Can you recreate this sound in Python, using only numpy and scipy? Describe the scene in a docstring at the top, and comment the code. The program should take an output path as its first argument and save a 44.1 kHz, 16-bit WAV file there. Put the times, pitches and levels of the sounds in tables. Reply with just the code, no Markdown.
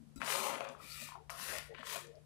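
"""Shredded cabbage is swept across a table and into a plastic bowl, in a quiet, humming kitchen.
First the bowl bumps softly on the table and its thin wall is tapped. Then come four strokes, each a
gritty scrape with a hiss above it, made by shreds that stick and slip. Along the way the bowl knocks,
the table rumbles and rubbed plastic sings hollow notes. Two ticks and a few faint notes end the scene.
All of this is in the left channel; the right holds only faint noise."""
import sys
import numpy as np
from scipy import signal
from scipy.fft import rfft, irfft
from scipy.io import wavfile

SR = 44100
rng = np.random.default_rng(int(sys.argv[2]) if len(sys.argv) > 2 else 0)


def wrap_up_sound(samples):
    """Save the sound to the file named by the first command line argument, as 16-bit audio."""
    columns = np.atleast_2d(samples).T
    # keep every value between -1 and 1, then stretch to whole-number steps
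    tamed = np.clip(columns, -1, 1)
    steps = np.round(tamed * 32767).astype(np.int16)
    wavfile.write(sys.argv[1], SR, steps)


N = 99225
T, HZ = np.arange(N) / SR, np.fft.rfftfreq(N, 1 / SR) + 1e-3


def amp(db):
    """Turns decibels into a gain."""
    return 10 ** (np.asarray(db) / 20)

def unit(x):
    """Scales a signal to an average (rms) level of 1."""
    return x / np.sqrt(np.mean(x ** 2) + 1e-30)

def read(points, hz):
    """Looks up a table between its rows, on a log-frequency axis."""
    row_hz, value = np.transpose(points)
    return np.interp(np.log(hz + 1), np.log(row_hz + 1), value)

def add(mix, start_s, sound):
    """Mixes a sound in at its start time."""
    part = mix[max(round(start_s * SR), 0):][:len(sound)]
    part += sound[:len(part)]

def shaped(x, gain):
    """Filters by a gain per frequency, then scales to level 1."""
    return unit(irfft(rfft(x) * gain, N))

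def above(edge_hz, order=8):
    """Gain that keeps what is above the edge; a negative order keeps what is below."""
    return 1 / np.sqrt(1 + (edge_hz / HZ) ** order)

def wander(rate_hz):
    """Smooth random motion."""
    return unit(signal.sosfilt(signal.butter(2, rate_hz, fs=SR, output="sos"), rng.standard_normal(N)))

def wobble(rate_hz):
    """Random size and phase, to blur a tone into a band of noise."""
    return wander(rate_hz) + 1j * wander(rate_hz)

def swell(peak_s, rise_s, fall_s):
    """A rounded rise and fall."""
    return np.exp(-((T - peak_s) / np.where(T < peak_s, rise_s, fall_s)) ** 2)

def fade(t, ring_s):
    """Dies away by 60 dB in ring_s."""
    return np.exp(-np.log(1000) * t / ring_s)


# tone of the faint background noise, with its highest treble cut away: frequency_hz, gain_db
NOISE_TONE = [(25, -12), (60, -4), (110, 3.5), (160, 3.5), (210, -3.5), (300, -9), (450, -9), (700, -15.5),
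              (1500, -20.5), (3000, -28), (6000, -28), (11000, -27.5), (13000, -38), (15000, -62)]
# how loud the low rumble is: time_s, level_db
RUMBLE_LEVELS = [(0, -65), (.14, -75), (.185, -50), (.24, -80), (.63, -88), (.74, -62.5), (.91, -62),
                 (1.15, -69.5), (1.3, -58.5), (1.52, -65), (1.7, -58), (1.9, -70), (2.25, -72)]

def background(hum_hz=147.2, rumble_hz=63.6, rumble_width_hz=23):
    """Faint background noise, a low rumble and a wavering appliance hum."""
    noise = amp(-64.5) * shaped(rng.standard_normal(N), amp(read(NOISE_TONE, HZ)))
    low_band = 1 / (1 + ((HZ - rumble_hz) / rumble_width_hz * 2) ** 2)
    rumble = amp(np.interp(T, *np.transpose(RUMBLE_LEVELS))) * shaped(rng.standard_normal(N), low_band)
    hum = amp(-62.5 + 2.1 * wander(3.4)) * unit(np.sin(2 * np.pi * hum_hz * T))
    return noise + rumble + hum


# tone of the right channel: frequency_hz, gain_db
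IDLE_TONE = [(25, -118), (48, -94.5), (65, -87), (145, -90.5), (200, -95), (500, -99), (1200, -102),
             (3200, -102), (6000, -106), (11000, -109), (15000, -117)]

def idle_noise():
    """Faint, steady noise in the channel that the microphone does not feed."""
    return amp(-74.5) * shaped(rng.standard_normal(N), amp(read(IDLE_TONE, HZ)))


# the bowl bumps on the table: start_s, level_db, pitch_hz, ring_s
BOWL_BUMPS = [(0.001, -46.5, 228.6, 0.23), (.022, -50, 283, 0.1), (.065, -50, 210, 0.19),
              (.11, -52, 211, 0.31), (.159, -37, 253.5, 0.088), (.174, -40, 276, 0.075),
              (0.202, -35.5, 214, 0.055)]

def bumps(rise_s=0.004):
    """Dull low notes as the bowl is moved aside."""
    out = np.zeros(N)
    for start_s, level_db, pitch_hz, ring_s in BOWL_BUMPS:
        note = fade(T, ring_s) * np.sin(2 * np.pi * pitch_hz * T)
        add(out, start_s, amp(level_db) * np.minimum(T / rise_s, 1) * note)
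    return out


# light taps on the bowl: start_s, level_db
WALL_TAPS = [(0.16, -51.5), (.174, -50.5)]
# notes its wall rings with: pitch_hz, gain_db, ring_s
WALL_NOTES = [(1350, -1, 0.062), (1440, -12, .05), (2110, -8, 0.047), (2550, -10, .05), (3890, -13, 0.16),
              (4850, -9, 0.062), (5570, -6, 0.048), (7800, -3.5, 0.1), (10100, -10, 0.1)]

def taps(rise_s=0.004):
    """Soft touches ring the thin wall of the bowl, each with a scuff of noise."""
    out, t = np.zeros(N), T[T < .2]
    for start_s, level_db in WALL_TAPS:
        ring = sum(amp(gain_db) * fade(t, ring_s) * np.sin(2 * np.pi * (pitch_hz * t + rng.random()))
                   for pitch_hz, gain_db, ring_s in WALL_NOTES)
        scuff = 0.51 * rng.standard_normal(len(t)) * fade(t, ring_s=0.077)
        add(out, start_s, amp(level_db) * np.minimum(t / rise_s, 1) * (ring + scuff))
    return out


# pitches that the bowl makes louder: pitch_hz, width_hz, boost_db
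BOWL_RESONANCES = [(688, 140, 11.5), (1080, 200, 3.5), (1314, 46, 3.5), (1800, 180, 1.5), (2250, 300, 4),
                   (2630, 68, 7.5)]

def bowl_hits(rows, size=4096):
    """Each hit is a click and a short rattle, coloured by the bowl."""
    out, t = np.zeros(N), np.arange(size) / SR
    hz = abs(np.fft.fftfreq(size, 1 / SR)) + 1
    bowl_db = sum(boost_db / (1 + (2 * (hz - pitch_hz) / width_hz) ** 2)
                  for pitch_hz, width_hz, boost_db in BOWL_RESONANCES)
    for start_s, peak_db, pitch_hz, width_octaves, ring_s in rows:
        off_pitch_db = -20 * (np.hypot(1, np.log2(hz / pitch_hz) / width_octaves * 1.27) + 0.5)
        log_gain = np.log(amp(bowl_db + off_pitch_db) + 1e-4)
        response = np.exp(np.conj(signal.hilbert(log_gain)))  # rings after the click, not before
        rattle = rng.standard_normal(size) * fade(t, ring_s)
        contact = (t == 0) + 0.6 * rattle / np.linalg.norm(rattle)
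        hit = np.fft.ifft(response * np.fft.fft(contact)).real
        add(out, start_s, -amp(peak_db) * hit / abs(hit).max())
    return out


# shreds hit the bowl: start_s, peak_db, pitch_hz, width_octaves, ring_s
SHRED_TICKS = [(.16, -38.5, 7860, 0.71, .07), (.644, -40.5, 6900, 1, 0.023), (.689, -36, 6100, 0.77, 0.05),
               (2.07, -43, 6000, 0.74, 0.021), (2.155, -51.5, 4900, 0.33, 0.066)]

def ticks():
    """Shreds strike the plastic with small, bright ticks."""
    return bowl_hits(SHRED_TICKS)


def slips(spread_db, per_second=9000):
    """Shreds stick and slip, making a stream of tiny, uneven clicks."""
    size = amp(spread_db * np.minimum(rng.exponential(1, N), 4))
    return size * rng.choice([-1., 1.], N) * (rng.random(N) < per_second / SR)

def echoes(count=6, longest_s=0.007, level_db=-13):
    """Quick echoes off the table and bowl lift some frequencies and weaken others."""
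    delay_s = longest_s * rng.uniform(0.107, 1, (count, 1))
    bounces = rng.choice([-1, 1], (count, 1)) * np.exp(-2j * np.pi * HZ * delay_s)
    return abs(1 + amp(level_db) / np.sqrt(count) * bounces.sum(0))


# loudness, one list per stroke: time_s, scrape_db, hiss_db
STROKE_LEVELS = [
    [(.2, -55.5, -61), (.225, -41, -55.5), (.25, -41.5, -45.5), (.31, -35.5, -34), (.4, -37.5, -38),
     (.49, -38.5, -40.5), (.57, -43, -52.5), (.625, -46.5, -59.5), (.69, -45.5, -69), (.725, -56.5, -63),
     (.78, -62, -78)],
    [(.78, -68, -71.5), (.83, -58.5, -54), (.87, -58, -54), (.91, -55.5, -49), (1.04, -51.5, -45),
     (1.09, -50.5, -50.5), (1.14, -59, -64.5), (1.18, -72, -77)],
    [(1.294, -69, -66), (1.302, -50, -44.5), (1.34, -55.5, -55.5), (1.4, -46, -44.5), (1.46, -45, -42),
     (1.535, -44, -42), (1.59, -44.5, -47.5), (1.63, -51, -54.5), (1.68, -60.5, -61.5), (1.74, -79, -90)],
    [(1.74, -58.5, -102), (1.79, -51, -68), (1.825, -54, -71.5), (1.86, -47.5, -48), (1.92, -44, -41),
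     (1.965, -41, -43), (1.99, -48, -48), (2.03, -54, -54.5), (2.1, -72.5, -74.5), (2.22, -81, -100)],
]
# tone, one list per stroke: frequency_hz, gain_db
STROKE_TONES = [
    [(180, -44), (300, 0), (437, 12), (507, -14), (541, 6), (691, 2), (750, 1), (1350, 1), (1670, -3),
     (2780, -8.5), (5800, -16.5), (10100, -14.5), (15000, -24)],
    [(290, -65), (500, -32), (593, 1), (655, -32), (835, -40), (949, -4), (1030, -39), (1190, 2), (1260, 1),
     (1610, -12), (1770, 0.5), (2020, -5), (2360, -0.5), (3140, -11), (3370, -7), (4670, -11.5),
     (5780, -14.5), (10200, -12), (15000, -19)],
    [(180, -42), (300, -20), (359, -20), (390, -4), (437, 18), (559, -9), (597, -8), (637, -4), (855, -10),
     (898, -36), (975, -3), (1210, -10.5), (1420, -2), (1700, -4), (2480, -6.5), (4180, -10.5), (8050, -13),
     (10500, -9.5), (15000, -21)],
    [(180, -52), (300, -25), (444, 1), (498, -5), (587, 13), (738, -34), (828, -31), (898, -4.5),
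     (1060, -5), (1910, -5.5), (2250, -6.5), (2920, -7), (5530, -13), (9800, -13), (15000, -20)],
]

def strokes(scrape_low_hz=800, hiss_low_hz=3560, top_hz=11600, judder_hz=70, judder_db=0.99):
    """Slipping shreds make a scrape and a hiss that dulls as the hand slows; both judder."""
    out = np.zeros(N)
    for levels, tone in zip(STROKE_LEVELS, STROKE_TONES):
        time_s, scrape_db, hiss_db = np.transpose(levels)
        scrape_db, hiss_db = np.interp(T, time_s, scrape_db), np.interp(T, time_s, hiss_db)
        colour = amp(read(tone, HZ)) * echoes()
        grit = unit(rng.uniform(-0.98, 1, N) * (rng.random(N) < 260 / SR))  # larger catches
        scrape_band = above(scrape_low_hz, order=12) * above(hiss_low_hz, order=-8)
        scrape = shaped(unit(slips(spread_db=4)) + amp(-8) * grit, colour * scrape_band)
        hiss = shaped(slips(spread_db=2), colour * above(hiss_low_hz))
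        top = irfft(rfft(hiss) * above(top_hz, order=16) ** 2, N)
        hiss -= top * (1 - amp(0.2 * (hiss_db - hiss_db.max())))  # the highest part fades fastest
        out += (scrape * amp(scrape_db) + hiss * amp(hiss_db)) * (T > time_s[0]) * (T < time_s[-1])
    return out * amp(judder_db * wander(judder_hz))

def drifting(x, depth_db=2.5, patch_hz=190, patch_s=0.083, size=1024):
    """The tone shifts in random patches as the contact moves over the surface."""
    hz, t, spectrum = signal.stft(x, SR, nperseg=size)
    blur_hz = np.exp(-((hz[:, None] - hz) / patch_hz * 2) ** 2)
    blur_time = np.exp(-((t[:, None] - t) / patch_s) ** 2)
    patches = unit(blur_hz @ rng.standard_normal(spectrum.shape) @ blur_time)
    gain = unit(amp(depth_db * np.clip(patches, -2, 2)))
    return signal.istft(spectrum * gain, SR, nperseg=size)[1][:N]


# the bowl knocks: start_s, peak_db, pitch_hz, width_octaves, ring_s
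BOWL_KNOCKS = [(.208, -36.5, 1930, 0.58, .02), (.2172, -18.5, 1240, 1.24, 0.012),
               (.2245, -29, 1420, 1.4, .02), (.2318, -27, 1230, 1.43, 0.022), (.2783, -23, 1170, 1.5, .02),
               (.3026, -22, 1090, 1.4, 0.014), (.3245, -24, 2310, 0.73, 0.029),
               (.3305, -26, 1490, 1.8, 0.024), (.3525, -23.5, 1100, 0.76, 0.014),
               (.3585, -20.5, 2800, 1.4, 0.0073), (.3735, -30, 905, 0.9, 0.014), (.382, -38, 1100, 1, .02),
               (.5045, -28, 1120, 0.67, 0.027), (.5365, -27, 1290, 2.3, 0.019),
               (.5555, -28, 2000, 1.14, 0.013), (.6072, -22.5, 1050, 1.6, 0.016),
               (.6175, -29, 950, 0.74, .01), (.649, -35, 1340, 2.3, .015), (.7495, -39, 1230, 0.41, 0.015),
               (1.088, -41.5, 940, 0.43, 0.025), (1.12, -39, 1080, 0.49, 0.034),
               (1.1545, -34.5, 955, 0.47, 0.06), (1.2966, -28, 1480, 1.4, .025),
               (1.3025, -28.5, 1300, 1.14, .03), (1.398, -33.5, 1200, 0.57, 0.019),
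               (1.5845, -18, 4970, 2.1, .025), (1.7475, -33.5, 1860, 1.03, .025),
               (1.7505, -35, 1680, 0.96, 0.017), (1.7855, -36.5, 1430, 0.89, 0.028),
               (1.8305, -31.5, 1140, 0.75, 0.015), (1.9585, -30, 800, 1.7, 0.028)]

def knocks():
    """The plastic bowl is knocked and rings very briefly."""
    return bowl_hits(BOWL_KNOCKS)


# the bowl shifts: peak_s, rise_s, fall_s, level_db, pitch_hz, width_hz
BOWL_SHUFFLES = [(.23, 0.026, .04, -50.5, 235, 70), (.525, 0.042, .04, -50, 280.5, 101),
                 (0.731, 0.047, 0.0089, -57, 218.5, 90), (.84, 0.02, 0.022, -56, 271, 198),
                 (1.05, 0.11, 0.048, -61, 222.7, 59), (1.419, 0.029, 0.011, -51.5, 210, 62),
                 (1.8, .012, .03, -58, 228.2, 70)]

def shuffles():
    """The bowl shuffles against the table in short, dull swells of noise."""
    out = np.zeros(N)
    for peak_s, rise_s, fall_s, level_db, pitch_hz, width_hz in BOWL_SHUFFLES:
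        band = wobble(width_hz / 2) * np.exp(2j * np.pi * pitch_hz * T)
        out += amp(level_db) * swell(peak_s, rise_s, fall_s) * band.real
    return out


# the hand presses down: peak_s, rise_s, fall_s, level_db
HAND_PRESSES = [(.3, 0.064, 0.18, -49), (0.479, 0.16, 0.25, -43.5), (.665, 0.035, 0.051, -55),
                (1.025, 0.081, .03, -66.5), (1.31, .012, 0.19, -62.5), (1.55, 0.072, 0.062, -48),
                (1.965, 0.061, .04, -52)]
# tone of the table top: frequency_hz, gain_db
TABLE_TONE = [(150, -28), (200, 6), (260, -4), (330, -19), (400, -1.5), (470, -4.5), (545, 3), (620, -2.5),
              (720, -5), (1000, -1)]

def table_rumble(low_hz=350, high_hz=840):
    """Under the hand's pressure the slipping shreds also shake the table."""
    force = np.sqrt(sum((amp(level_db) * swell(*timing)) ** 2 for *timing, level_db in HAND_PRESSES))
    colour = amp(read(TABLE_TONE, HZ)) * above(low_hz, order=4) * above(high_hz, order=-12)
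    return force * shaped(slips(spread_db=4), colour)


# rubbed plastic sings: peak_s, rise_s, fall_s, level_db, pitch_hz, glide_octaves_per_s, width_hz
RUB_NOTES = [(0.318, 0.03, 0.14, -48, 409.4, -1, 34.6), (0.359, 0.026, 0.048, -43.5, 555, 3.5, 30.3),
             (0.661, 0.043, 0.045, -51, 550.5, 1, 30.2), (0.801, .008, 0.042, -50.5, 1220, -1, 165),
             (.96, 0.069, 0.035, -55.5, 1300, -0.5, 110), (1.125, 0.037, 0.084, -53, 1030, -3.5, 167),
             (1.179, 0.013, 0.016, -53.5, 780, -3, 110), (1.199, 0.034, 0.035, -59.5, 415, 5.5, 35.3),
             (.925, .03, 0.025, -49.5, 4630, 3, 500), (0.999, 0.067, .1, -66, 2386, -1.5, 180),
             (1.001, 0.07, 0.092, -64, 1780, 0, 100), (1.026, 0.015, 0.012, -55.5, 589, 1, 35),
             (1.304, 0.0034, 0.11, -54.5, 685, 0.5, 70), (1.303, 0.0041, 0.13, -50.5, 1199, -1, 260),
             (1.509, 0.058, 0.025, -44, 1619, -1, 450), (1.55, 0.026, 0.03, -48, 600, -1, 131),
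             (1.51, 0.047, .06, -53.5, 430.6, -0.5, 100.3), (1.715, 0.02, 0.034, -47, 457.6, -2.5, 35),
             (1.716, .025, 0.032, -55.5, 560.6, -2.5, 90), (1.729, .03, 0.018, -58.5, 800, 5.5, 110),
             (1.715, .025, 0.023, -60.5, 1930, 0.5, 250), (1.786, .012, .012, -53, 1673, -0.5, 450),
             (1.925, 0.055, 0.027, -49, 3010, 1.5, 1100), (1.805, 0.015, 0.029, -55.5, 600, -0.5, 70),
             (1.879, 0.058, 0.18, -57, 455, -2, 40.2), (2.091, 0.051, 0.026, -51, 458, -0.5, 22.1),
             (2.168, .06, 0.026, -57, 630, 1, 62), (2.189, 0.029, 0.028, -60, 450, 0.5, 40.2)]

def rubs(roughness=0.4, chatter_hz=80):
    """Each rub keeps one hollow note of the bowl going, with a little chatter."""
    out = np.zeros(N)
    for peak_s, rise_s, fall_s, level_db, pitch_hz, glide, width_hz in RUB_NOTES:
        ring = wobble(width_hz / 2)
        ring /= (abs(ring) + 0.082) ** 0.49  # partly evens out the loudness
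        chatter = 1 + roughness * wobble(chatter_hz) / np.sqrt(2)
        gliding_hz = pitch_hz * 2 ** (glide * np.clip(T - peak_s, -2 * rise_s, 2 * fall_s))
        force = swell(peak_s, rise_s, fall_s)
        note = force * (chatter * ring * np.exp(2j * np.pi * np.cumsum(gliding_hz) / SR)).real
        out += amp(level_db) * note * np.linalg.norm(force) / np.linalg.norm(note)
    return out


# how long the kitchen rings: frequency_hz, ring_s
KITCHEN_RING = [(200, 0.22), (1000, 0.27), (4000, 0.34), (14000, 0.074)]

def room(x, level_db=-11):
    """The kitchen adds a short, faint echo."""
    hz, t, noise = signal.stft(rng.standard_normal(16384), SR, nperseg=256)
    tail = signal.istft(noise * fade(t, read(KITCHEN_RING, hz)[:, None]), SR, nperseg=256)[1]
    return x + amp(level_db) * signal.fftconvolve(x, tail / np.linalg.norm(tail))[:N]


def scene():
    """The kitchen on the left, faint noise on the right."""
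    action = drifting(strokes()) + shuffles() + taps() + table_rumble() + rubs()
    action += knocks() + ticks() + bumps()
    return np.array([room(action) + background(), idle_noise()])

def record(dry):
    """Cuts the treble above 15600 Hz."""
    low_pass = signal.firwin(511, 15600, window=("kaiser", 9), fs=SR)
    return signal.oaconvolve(dry, low_pass[None], "same")


dry = scene()
out = record(dry)
wrap_up_sound(out)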